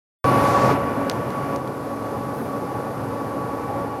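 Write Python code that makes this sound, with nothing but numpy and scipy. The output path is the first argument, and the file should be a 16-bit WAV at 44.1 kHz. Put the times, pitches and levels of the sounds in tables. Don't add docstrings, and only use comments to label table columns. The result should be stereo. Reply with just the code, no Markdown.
import sys
import numpy as np
from scipy.fft import rfft, irfft, next_fast_len
from scipy.io import wavfile
from scipy.ndimage import map_coordinates

SR = 44100
rng = np.random.default_rng(int(sys.argv[2]) if len(sys.argv) > 2 else 0)


def persist_wave(psi):
    counts = np.round(np.clip(psi, -1, 1) * 32767).astype(np.int16)
    wavfile.write(sys.argv[1], SR, np.atleast_2d(counts).T)


N = 176400
T = np.arange(N) / SR


def amp(db):
    return 10 ** (np.asarray(db) / 20)


def along(points, hz):
    freqs, values = np.transpose(points)
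    return np.interp(np.log(hz + 1), np.log(freqs + 1), values)


def fader(points):
    return amp(np.interp(T, *np.transpose(points)))


def eq(points):
    return lambda hz: amp(along(points, hz))


def band(centre_hz, octaves):
    return lambda hz: np.exp(-.5 * (np.log2((hz + 1) / centre_hz) / octaves) ** 2)


def filtered(x, response):
    size = next_fast_len(N + SR // 2)
    return irfft(rfft(x, size) * response(np.fft.rfftfreq(size, 1 / SR)), size)[..., :N]


def noise(spectrum):
    return filtered(rng.standard_normal(N), eq(spectrum)) * np.sqrt(SR / 2)


def stereo_noise(response, alike):
    mid, side = filtered(rng.standard_normal((2, N)), response)
    spread = np.arccos(alike) / 2
    both = np.cos(spread) * mid + np.sin(spread) * np.array([side, -side])
    return both / both.std()


def wobble(per_s):
    curve = map_coordinates(rng.standard_normal(1024), [T * per_s], mode="wrap")
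    return curve / curve.std()


def tone(hz, unsteady, flutter_per_s):
    flutter = wobble(flutter_per_s) + 1j * wobble(flutter_per_s)
    steady = np.sqrt(2 * (1 - unsteady ** 2))
    carrier = np.exp(2j * np.pi * (hz * T + rng.random()))
    return np.real((steady + unsteady * flutter) * carrier)


def mode(t, hz, db, t60, lag):
    return amp(db - 60 * t / t60) * np.sin(2 * np.pi * hz * t - np.array([[0], [lag]]))


# (frequency [Hz], density [dB/Hz])
HISS_LEFT = [(60, -120), (600, -92), (2500, -100), (3400, -85), (4600, -86), (6000, -88.5), (8000, -89.5),
             (10000, -84), (11700, -80.5), (13000, -88.5), (15500, -101)]
HISS_RIGHT = [(60, -120), (600, -69), (2500, -82), (3400, -85), (4600, -89), (6000, -107), (8000, -103),
              (11700, -104), (15500, -114)]
HISS_MIDDLE = [(60, -120), (600, -95), (2500, -91.5), (3400, -107.5), (4600, -89.5), (6000, -92.5),
               (8000, -101), (11700, -107), (15500, -118)]
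# (time [s], level [dB])
HISS_RIDE = [(.25, 1), (.72, 5.5), (.79, -0.5), (1.55, -0.5), (1.6, -3), (2.1, -1.5), (3.84, -2.5),
             (3.9, -4), (4, -4)]
# (start [s], end [s], rise [s], fall [s], centre [Hz], width [oct], left [dB], right [dB])
HISS_SWELLS = [ (.3, 0.49, 0.088, 0.056, 10600, 0.23, -48, -43),
               (.2, 0.727, .02, .022, 4300, 0.5, -43, -45), (0.46, 0.673, .05, .04, 4900, 0.62, -47, -40.5),
               (2.36, 2.375, .025, .16, 11500, .3, -47.5, -69), ]

def hiss():
    sides = np.array([noise(HISS_LEFT), noise(HISS_RIGHT)])
    out = fader(HISS_RIDE) * (sides + noise(HISS_MIDDLE))
    for start, end, rise, fall, centre_hz, octaves, left_db, right_db in HISS_SWELLS:
        outside_hold = np.maximum(np.maximum((start - T) / rise, (T - end) / fall), 0)
        swell = stereo_noise(band(centre_hz, octaves), alike=.92) * np.exp(-outside_hold ** 2)
        out += amp([[left_db], [right_db]]) * swell
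    return out


# (frequency [Hz], level [dB], t60 [s], right-side lag [rad])
SNAP_MODES = [(1820, -12, 0.0058, .5), (3560, -4, .003, 1.4), (4430, 0.5, 0.0031, 2),
              (6070, -26, .005, 2.4)]

def snap(t, rasp, rasp_t60_s=.01, wall_db=-18.5, wall_t60_s=.09):
    ring = sum(mode(t, *row) for row in SNAP_MODES)
    burst = amp(-60 * t / rasp_t60_s)
    wall_tail = amp(wall_db - 60 * t / wall_t60_s)
    return ring + rasp * (burst + wall_tail)


# (frequency [Hz], level [dB], t60 [s])
KNOCK_MODES = [(315, 1, .045), (430, -6, .03), (560, 0, .028), (690, -3, .022), (1350, -9, .009),
               (2300, -15, .006)]

def knock(t, tilt_db, pivot_hz=500, rise_s=.0011, right_db=-1):
    body = sum(mode(t, hz, db + tilt_db * np.log2(hz / pivot_hz), t60, lag=3.1)
               for hz, db, t60 in KNOCK_MODES)
    attack = 1 - np.exp(-t / rise_s)
    return amp([[0], [right_db]]) * body * attack


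# (frequency [Hz], gain [dB])
RASP_EQ = [(400, -3), (2000, 9), (2800, -4), (4600, -3), (6400, 4), (7500, -26), (11000, -24), (16000, -35)]
TICK_EQ = [(1500, -2), (5500, 2), (8500, -1), (11000, -9), (13300, -3), (15500, -10)]
# (time [s], snap [dB], tick [dB], knock [dB], knock tilt [dB/oct])
CLICK_CUES = [(1.098, -9, -21, -16, -1), (1.1145, -22, -46, -16, 0), (1.3049, -28, -34, -12.5, -5),
              (1.561, -27, -24.5, -10, 3), (1.676, -28, -32, -16.5, -6)]

def clicks(rasp_db=-8, tick_right_db=-6, tick_t60_s=.0046, low_cut_hz=110):
    rasp = amp(rasp_db) * stereo_noise(eq(RASP_EQ), alike=.16)
    tick = amp([[0], [tick_right_db]]) * stereo_noise(eq(TICK_EQ), alike=.16)
    out = np.zeros((2, N))
    t = np.arange(SR // 2) / SR
    for start_s, snap_db, tick_db, knock_db, tilt_db in CLICK_CUES:
        onset = round(start_s * SR)
        span = slice(onset, onset + len(t))
        out[:, span] += amp(snap_db) * snap(t, rasp[:, span])
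        out[:, span] += amp(tick_db - 60 * t / tick_t60_s) * tick[:, span]
        out[:, span] += amp(knock_db) * knock(t, tilt_db)
    return filtered(out, lambda hz: (1j * hz / (low_cut_hz + 1j * hz)) ** 2)


# (frequency [Hz], density [dB/Hz])
CABLE_RUMBLE = [(15, -110), (28, -94), (42, -76.5), (56, -70.5), (90, -61.5), (160, -63), (210, -54.5),
                (300, -53), (390, -51), (470, -45), (610, -47.5), (700, -48.5), (810, -48), (875, -46.5),
                (920, -52.5), (985, -47), (1070, -50), (1250, -52.5), (1460, -54.5), (1570, -61.5),
                (1760, -62.5), (2100, -68.5), (2500, -72.5), (3000, -81.5), (4000, -95.5), (8000, -115)]
# (time [s], level [dB])
SHEAVE_RIDE = [(.25, -61), (1.85, -54), (2.2, -21.5), (2.45, -38), (2.75, -22), (3.2, -31), (3.8, -22),
               (4, -22)]

def cable():
    ring = filtered(rng.standard_normal(N), band(centre_hz=823, octaves=.08))
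    return noise(CABLE_RUMBLE) + fader(SHEAVE_RIDE) * ring / ring.std()


# (frequency [Hz], level [dB], unsteady share [0-1])
DRIVE_PARTIALS = [(110, -45, .9), (130, -41.5, .95), (148, -44, .8), (174, -42.5, .85), (228, -41, .8),
                  (759.5, -40, .7), (982.6, -39, .7), (1117, -38, .8), (1155, -41, .8), (1189, -42, .6),
                  (1491, -44, .6), (1649, -50, .5), (1771.5, -49, .5), (2331, -50.5, .5), (2797, -62, .7),
                  (2890.5, -58, .5), (3484, -65, .5)]
# (time [s], level [dB])
HUM_RIDE = [(.25, -24), (.65, -26), (1.15, -32), (1.38, -27.5), (1.6, -27), (1.82, -35), (1.92, -23),
            (2.1, -31), (2.25, -28), (2.9, -32), (3.35, -31), (3.52, -24), (3.68, -32), (3.8, -27),
            (4, -32)]
WHINE_RIDE = [(.25, -15.5), (.5, -19), (.66, -19), (.8, -24), (1.55, -22.5), (1.7, -24), (2.1, -24.5),
              (2.2, -21), (2.3, -25), (2.48, -25), (2.53, -18), (2.6, -24), (3.0, -25.5), (3.47, -21.5),
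              (3.68, -24), (3.82, -21.5), (4, -23.5)]

def drive(drone_db=-33):
    partials = sum(amp(db) * tone(hz, unsteady, flutter_per_s=11) for hz, db, unsteady in DRIVE_PARTIALS)
    drone = amp(drone_db) * tone(hz=279.7, unsteady=.85, flutter_per_s=20)
    hum = fader(HUM_RIDE) * tone(hz=558, unsteady=.7, flutter_per_s=24)
    whine = fader(WHINE_RIDE) * tone(hz=1131.5, unsteady=.52, flutter_per_s=42)
    return partials + drone + hum + whine


def machinery(swell_db=.5, judder_db=.64):
    running = cable() + drive()
    return running * amp(swell_db * wobble(per_s=6.59) + judder_db * wobble(per_s=37))


# (frequency [Hz], gain [dB])
MID_EQ = [(50, -0.5), (115, 2.5), (170, -1.5), (280, -3), (450, -9.5), (740, -13.5), (1200, -16),
          (2200, -14)]
# (frequency [Hz], lag [rad])
MID_LAG = [(120, 1.53), (280, 1.19), (500, 1), (900, 0.046), (1800, 0)]
# (frequency [Hz], gain [dB])
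CENTRE_EQ = [(40, 10), (120, 11), (280, 5.5), (550, -3), (850, 0), (1150, -4.5), (2000, 2), (3500, 8)]
# (time [s], level [dB])
WIDE_RIDE = [(.25, -14), (.36, -6), (.46, -3), (.56, -2.5), (.68, 1.5), (1.15, -1), (1.55, .7), (1.65, -2),
             (2.1, -0.7), (2.4, 0), (3.05, -1.3), (3.3, -1), (3.83, -0.4), (3.9, -3.5), (4, -4.5)]
CENTRE_RIDE = [(.25, -0.5), (.72, 0), (.79, -8.5), (1.0, -11), (1.55, -12), (1.6, -23), (4, -17.5)]

def stereo_machinery():
    side = machinery()
    mid = filtered(side, lambda hz: amp(along(MID_EQ, hz)) * np.exp(-1j * along(MID_LAG, hz)))
    wide = np.array([mid + side, mid - side])
    centre = filtered(machinery(), eq(CENTRE_EQ))
    return fader(WIDE_RIDE) * wide + fader(CENTRE_RIDE) * centre


def scene():
    return stereo_machinery() + hiss() + clicks()


def record(dry, cut_in_s=.243, top_hz=15850):
    clipped = np.clip(dry * (T >= cut_in_s), -1, 1)
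    return filtered(clipped, lambda hz: hz < top_hz)


dry = scene()
out = record(dry)
persist_wave(out)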